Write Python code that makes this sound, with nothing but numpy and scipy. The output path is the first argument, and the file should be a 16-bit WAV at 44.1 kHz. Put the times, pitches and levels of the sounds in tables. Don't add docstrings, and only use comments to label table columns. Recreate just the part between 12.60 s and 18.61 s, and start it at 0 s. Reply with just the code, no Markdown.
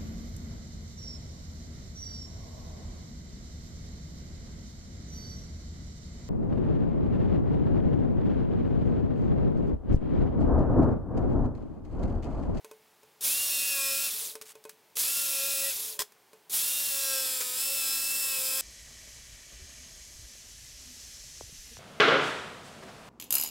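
import sys
import numpy as np
from scipy import signal
from scipy.fft import rfft, irfft
from scipy.io import wavfile
from scipy.ndimage import uniform_filter1d

SR = 44100
rng = np.random.default_rng(int(sys.argv[2]) if len(sys.argv) > 2 else 0)


def materialize(psi):
    bounded = np.clip(np.atleast_2d(psi).T, -1, 1)
    quanta = np.round(bounded * 32767).astype(np.int16)
    wavfile.write(sys.argv[1], SR, quanta)


N = 265041
TIME = np.arange(N) / SR
HZ = np.fft.rfftfreq(N, 1 / SR)
WHINE_ORDER = 9.75
COAST_S = .3
EDGE_HZ = 15900

# pulled t/s, released t/s, rasp rise/s, rasp lift/dB, whine lift/dB
BURSTS = [(0.608, 1.47, 0.039, 0.9, 2), (2.355, 3.10, 0.037, 0.47, -1), (3.896, 6.1, 0.045, .5, -2.5)]
# t/s, share of the turn (0-1)
TURN = [(4.2, 0.01), (4.8, 0.89)]
# f/Hz, relative level/dB
CONTACT_SPECTRUM = [(30, -40), (150, -35), (500, -10), (1200, 3.5), (2500, 4.5), (5000, 4.5), (9000, 6.5),
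                    (16000, 0.5)]
# f/Hz, relative level/dB
ROOM_TONE = [(25, -38), (60, -25), (150, -11), (320, -13), (430, -4.5), (500, -12), (870, -8.5),
             (1200, -13.5), (2200, -15), (8700, -21.5), (15800, -20)]


def jigsaw(shudder_db=-58):
    # idle level/dB, then five lifts/dB as in level()
    hiss_levels = (-28, -0.5, -3, 6.5, -4.5, 0.55)
    gear_levels = (-37, 0.48, -2.5, 7.5, -1.5, 0.5)
    speed, state, envelope, whine_db = motor()
    turns = np.cumsum(speed) / SR
    coasting = sum((TIME > released) & (TIME < released + COAST_S) for _, released, *_ in BURSTS) > 0
    envelope_db = 20 * np.log10(envelope + 1e-9)
    hiss_db = level(hiss_levels, state) + envelope_db
    gear_db = level(gear_levels, state) + envelope_db
    running = uniform_filter1d(1. * (speed > 0), size=60)
    shudder = amp(shudder_db) * unit(ring(noise())) * np.clip((265 - speed) / 90, .15, 1)
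    tones = motor_tones(turns, speed, state, coasting, whine_db)
    tones += amp(hiss_db) * rub_and_alias(turns, speed, coasting)
    return running * (tones + rasp(turns, speed, hiss_db, gear_db) + shudder)


def motor(spin_up_s=.04, surge_s=.11, release_s=.037, rasp_start_db=-17.5, rasp_knee_hz=94):
    # t/s, f/Hz
    straight_pitch = [
        [(0.82, 2809), (1.016, 2742), (1.094, 2764), (1.206, 2658), (1.296, 2650), (1.46, 2702)],
        [(2.56, 2736), (2.748, 2663), (2.834, 2660), (2.868, 2681), (3.006, 2668), (3.09, 2683)],
    ]
    # t/s, f/Hz
    turning_pitch = [(4.11, 2785), (4.252, 2771), (4.336, 2683), (4.824, 2503), (4.836, 2466),
                     (4.926, 2453), (5.036, 2644), (5.136, 2667), (5.272, 2587), (5.326, 2623),
                     (5.594, 2659), (5.82, 2562), (6.0, 2595)]
    free_hz = 288
    full_sag_hz, bind_sag_hz, bind_range_hz = 22.2, 23.63, 9.9
    burst = np.maximum(np.searchsorted([row[0] for row in BURSTS], TIME) - 1, 0)
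    pulled, released, rise_s, rasp_db, whine_db = np.array(BURSTS)[burst].T
    age, coasted = np.maximum(TIME - pulled, 0), np.maximum(TIME - released, 0)
    pitches = [curves(rows)[0] for rows in [*straight_pitch, turning_pitch]]
    cruise = np.choose(burst, pitches) / WHINE_ORDER
    slowing = cruise * (1 - ramp(coasted / COAST_S))
    speed = slowing * (1 - np.exp(-age / spin_up_s))
    sag = free_hz - cruise
    let_go = ramp(coasted / release_s)
    load = ramp(sag / full_sag_hz) * (1 - let_go)
    binding = ramp((sag - bind_sag_hz) / bind_range_hz)
    surge = np.exp(-age / surge_s)
    state = np.array([load, binding, surge, let_go, curves(TURN)[0]])
    attack = (age > 0) * amp(rasp_db + rasp_start_db * (1 - ramp(age / rise_s)))
    fade = np.sqrt(slowing ** 3 / (slowing ** 3 + rasp_knee_hz ** 3))
    return speed, state, attack * fade, whine_db


def level(layer, state):
    idle_db, *lifts_db = layer
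    return idle_db + np.array(lifts_db) @ state


def motor_tones(turns, speed, state, coasting, whine_db, jitter=.0021, slack=.125, waver_db=2.12):
    # idle lift/dB, then five lifts/dB as in level()
    buzz_lifts = (-9.5, 5.5, 5, -2, -6, -1.5)
    # idle level/dB, then the five lifts/dB
    hum_levels = (-64, 14.5, 6.5, -14, -23, -10.5)
    whine_partials = [(-43, -6.5, -10, -3.9, -11, 7.5), (-50, 8.5, -7, 0, -8, 4), (-50.5, 7, 0, 0, -12, 3),
                      (-63, 5, -10, 0, -12, -4)]
    # start t/s, end t/s, buzz lift/dB, hum lift/dB
    bites = [(1.084, 1.504, 3.5, 2.5), (2.693, 3.138, 1.5, 9), (4.276, 4.788, 5, 9),
             (5.039, 5.197, -3.5, 12), (5.204, 5.449, 4, -1), (5.622, 6.2, 3.5, 8)]
    # start t/s, end t/s, shaft order, relative peak level/dB
    singing = [(.7, 1.25, 15, -44), (.85, 1.55, 9, -43), (1.1, 1.35, 4, -49), (1.1, 1.5, 19, -45),
               (2.7, 3.15, 9, -51), (3.02, 3.11, 7, -44.5), (4.08, 4.25, 13, -39.5), (4.2, 4.45, 15, -46),
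               (4.38, 4.68, 21, -43), (4.42, 4.68, 6, -47.5)]
    loose = ramp((252 - speed) / 15) * coasting
    turns = turns + (jitter + slack * loose) * wander(150)
    buzz_db, hum_db = sum(np.outer(lifts_db, swell(start, end)) for start, end, *lifts_db in bites)
    out = gear_buzz(turns, level(buzz_lifts, state) + buzz_db)
    out += amp(level(hum_levels, state) + hum_db + waver_db * wander(12)) * np.sin(4 * np.pi * turns)
    for start, end, order, db in singing:
        envelope = swell(start, end) * amp(db + 2 * wander(25))
        out += envelope * np.sin(2 * np.pi * (order * turns + .04 * wander(30)))
    whine_phase = 2 * np.pi * (WHINE_ORDER * turns + .0057 * wander(220))
    for harmonic, partial in enumerate(whine_partials, 1):
        partial_db = level(partial, state) + whine_db + waver_db * wander(22)
        out += amp(partial_db) * np.sin(harmonic * whine_phase)
    up_to_speed = ramp((speed - 185) / 82) ** 2
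    return np.sqrt(2) * out * up_to_speed


def gear_buzz(turns, load_db, buzz_db=-45, upper_db=-56.5, lower_db=-68, unsteady_db=2.2):
    # shaft order, relative level/dB
    strong_orders = [(1, -19), (3, -21), (4, -14), (5, -8), (6, -8), (7, -12), (9, -9), (10, -8), (11, -10),
                     (12, -9), (13, -4), (14, -8), (15, -5), (16, -9), (17, -9), (18, -6), (19, -8),
                     (21, -7), (22, -11), (23, -8), (24, -10), (25, -11), (27, -8), (28, -4), (37, -4),
                     (39, -5), (40, -8)]
    strong_db = {order: buzz_db + db for order, db in strong_orders}
    out = np.zeros(N)
    for order in [1, *range(3, 58)]:
        follow = .8 if order < 9 else .35
        db = strong_db.get(order, upper_db if order > 9 else lower_db)
        level_db = db + follow * load_db + unsteady_db * wander(7)
        out += amp(level_db) * np.sin(2 * np.pi * (order * turns + rng.random()))
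    return out


def rasp(turns, speed, hiss_db, gear_db, throb=.2, grit=.21, grains_per_s=2500, turns_per_stroke=6.2):
    # f/Hz, relative level/dB
    side_on = [(15, -56), (25, -17.5), (486, -17.5), (557, -12), (620, -17.5), (2090, -13), (2660, -8),
               (2890, -10.5), (3580, -5.5), (8490, -2), (10300, 1.5), (15800, -2.5)]
    end_on = [(15, -51), (25, -16.5), (371, -18.5), (527, -14), (620, -17), (1360, -15.5), (2030, -15),
              (2590, -16), (2810, -15), (5230, -4.5), (6140, -10.5), (7630, 2.5), (15800, 4.5)]
    # f/Hz, width/Hz, lift/dB
    housing_peaks = [(3400, 580, 3), (5300, 150, 2.5), (7130, 840, 1.5), (10400, 560, 1.5)]
    grains = rng.uniform(-1, 1, N) * (rng.random(N) < grains_per_s / SR)
    pulse = 1 + throb * (np.cos(2 * np.pi * turns) + np.cos(4 * np.pi * turns)) / 2
    pulse *= 1 + .06 * np.cos(2 * np.pi * turns / turns_per_stroke)
    drive = unit(noise() + grit * unit(grains)) * pulse * amp(.34 * wander(110))
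    housing = resonances(housing_peaks)
    high = 1 / (1 + (7000 / (HZ + 1)) ** 6)
    low = 1 / (1 + (HZ / 1800) ** 4)
    turned, = curves(TURN)
    body_db = -38.5 + 1.1 * (gear_db + 34.5)
    out = np.zeros(N)
    for spectrum, share in [(side_on, 1 - turned), (end_on, turned)]:
        radiated = colour(drive, shape(spectrum) * housing)
        hiss, gears, body = (colour(radiated, band) for band in (high, 1 - high - low, low))
        out += share * amp(hiss_db - 2.86) * unit(hiss)
        out += share * (amp(gear_db - 3.5) * gears + amp(body_db) * body) / gears.std()
    return out


def rub_and_alias(turns, speed, coasting, rub_order=66, rub_db=-9.8, alias_db=-14):
    rubbing = coasting & (rub_order * speed > 3300)
    rub_phase = 2 * np.pi * (rub_order * turns + .11 * wander(700))
    rub = rubbing * np.sin(rub_phase) * (1 + .4 * wander(90))
    alias_hz = 48000 - 117.5 * speed
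    alias = np.sin(2 * np.pi * np.cumsum(alias_hz) / SR) * (alias_hz < EDGE_HZ)
    return amp(rub_db) * rub + amp(alias_db) * alias


def knocks(click_t60=.018, tail_t60=.14, tail_db=-13):
    # t/s, click level/dB, ring level/dB (both relative)
    strikes = [(.046, -41.5, -42), (0.113, -45, -41.5), (0.432, -54.5, -53), (1.754, -34, -39),
               (1.814, -35.5, -55), (1.821, -37.5, -52), (1.954, -48.5, -44.5), (2.040, -46.5, -71),
               (2.052, -44, -38.5), (2.094, -36.5, -56), (2.369, -25, -46), (3.521, -50.5, -61),
               (3.732, -50, -47.5), (4.805, -28, -44), (4.809, -29, -38.5), (4.813, -29, -39),
               (4.817, -34, -41), (4.821, -32, -43.5)]
    blows, power = np.zeros(N), np.zeros(N)
    for s, click_db, ring_db in strikes:
        blows[round(s * SR)] += amp(ring_db)
        power += (amp(click_db) * (dying(s, click_t60) + amp(tail_db) * dying(s, tail_t60))) ** 2
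    return ring(blows) + amp(-1) * np.sqrt(power) * shaped_noise(CONTACT_SPECTRUM)


def ring(blows, low_cut_hz=300):
    # f/Hz, relative level/dB, t60/s
    modes = [(434.8, -9.5, 0.42), (441, -8.5, 0.21), (541, -13, 0.075), (575, -11, 0.13), (915, -11, 0.082),
             (1045, -9.5, 0.065), (1510, -16, 0.077), (2200, -33, 0.44), (2520, -15, 0.091),
             (3350, -21.5, .03)]
    t = TIME[:SR // 2]
    response = sum(amp(db - 60 * t / t60) * np.sin(2 * np.pi * hz * t) for hz, db, t60 in modes)
    low_cut = signal.butter(2, low_cut_hz, "high", fs=SR)
    return signal.lfilter(*low_cut, signal.oaconvolve(blows, response)[:N])


def metal_square(hit_t60=.026, tail_t60=.1, tail_db=-11):
    # t/s, relative level/dB
    clatter = [(3.392, -22.5), (3.3993, -28), (3.4025, -26), (3.4065, -28), (3.4115, -28), (3.419, -27)]
    # f/Hz, relative level/dB
    hit_spectrum = [(50, -7.5), (250, -15), (420, -6.5), (700, -12), (1100, -5), (2500, -5), (5000, 0),
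                    (8000, 1), (16000, -2.5)]
    # f/Hz, width/Hz, lift/dB
    peaks = [(422, 54, 14.5), (564, 60, 12), (1020, 180, 11), (1830, 280, 8), (3320, 130, 8),
             (5150, 140, 9.5), (7100, 220, 7)]
    power = sum((amp(db) * (dying(s, hit_t60) + amp(tail_db) * dying(s, tail_t60))) ** 2
                for s, db in clatter)
    hits = np.sqrt(power) * shaped_noise(hit_spectrum)
    return amp(-2) * colour(hits, resonances(peaks))


def shoe_slide(flutter_db=2):
    # t/s, level/dB
    slide = [(1.85, -70), (1.857, -50.5), (1.905, -49.5), (1.93, -57)]
    level_db, = curves(slide)
    moving = (TIME > slide[0][0]) & (TIME < slide[-1][0])
    return moving * amp(level_db + flutter_db * wander(300)) * shaped_noise(CONTACT_SPECTRUM)


def workshop(direct, wet_db=-22, t60=.25):
    t = TIME[:SR // 3]
    tail = rng.standard_normal(len(t)) * amp(-60 * t / t60) * (t > .004)
    return direct + amp(wet_db) * signal.oaconvolve(direct, tail / np.linalg.norm(tail))[:N]


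def amp(db):
    return 10 ** (np.asarray(db) / 20)


def unit(x):
    return x / np.sqrt(np.mean(x ** 2) + 1e-20)


def ramp(x):
    return np.clip(x, 0, 1)


def swell(start, end):
    return np.sin(np.pi * ramp((TIME - start) / (end - start)))


def dying(s, t60):
    return (TIME >= s) * amp(-60 * np.maximum(TIME - s, 0) / t60)


def curves(rows):
    s, *columns = np.transpose(rows)
    return [np.interp(TIME, s, column) for column in columns]


def shape(points):
    hz, db = np.transpose(points)
    return amp(np.interp(np.log(HZ + 1), np.log(hz), db))


def resonances(rows):
    return amp(sum(db / (1 + (2 * (HZ - hz) / width) ** 2) for hz, width, db in rows))


def colour(x, gain):
    return irfft(rfft(x) * gain, N)


def noise():
    return rng.standard_normal(N)


def shaped_noise(spectrum):
    return unit(colour(noise(), shape(spectrum)))


def wander(rate_hz):
    knots = rng.standard_normal(4096)
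    return unit(np.interp(TIME * rate_hz, np.arange(4096), knots))


def scene(room_db=-63):
    bench = jigsaw() + knocks() + metal_square() + shoe_slide()
    mid = workshop(bench) + amp(room_db) * shaped_noise(ROOM_TONE)
    return np.array([mid, mid])


def record(dry, self_noise_db=-80):
    hiss = amp(self_noise_db) * np.array([shaped_noise(ROOM_TONE) for _ in dry])
    low_pass = signal.firwin(511, EDGE_HZ, window=("kaiser", 9), fs=SR)
    return signal.oaconvolve(dry + hiss, low_pass[None], "same")


dry = scene()
out = record(dry)
materialize(out)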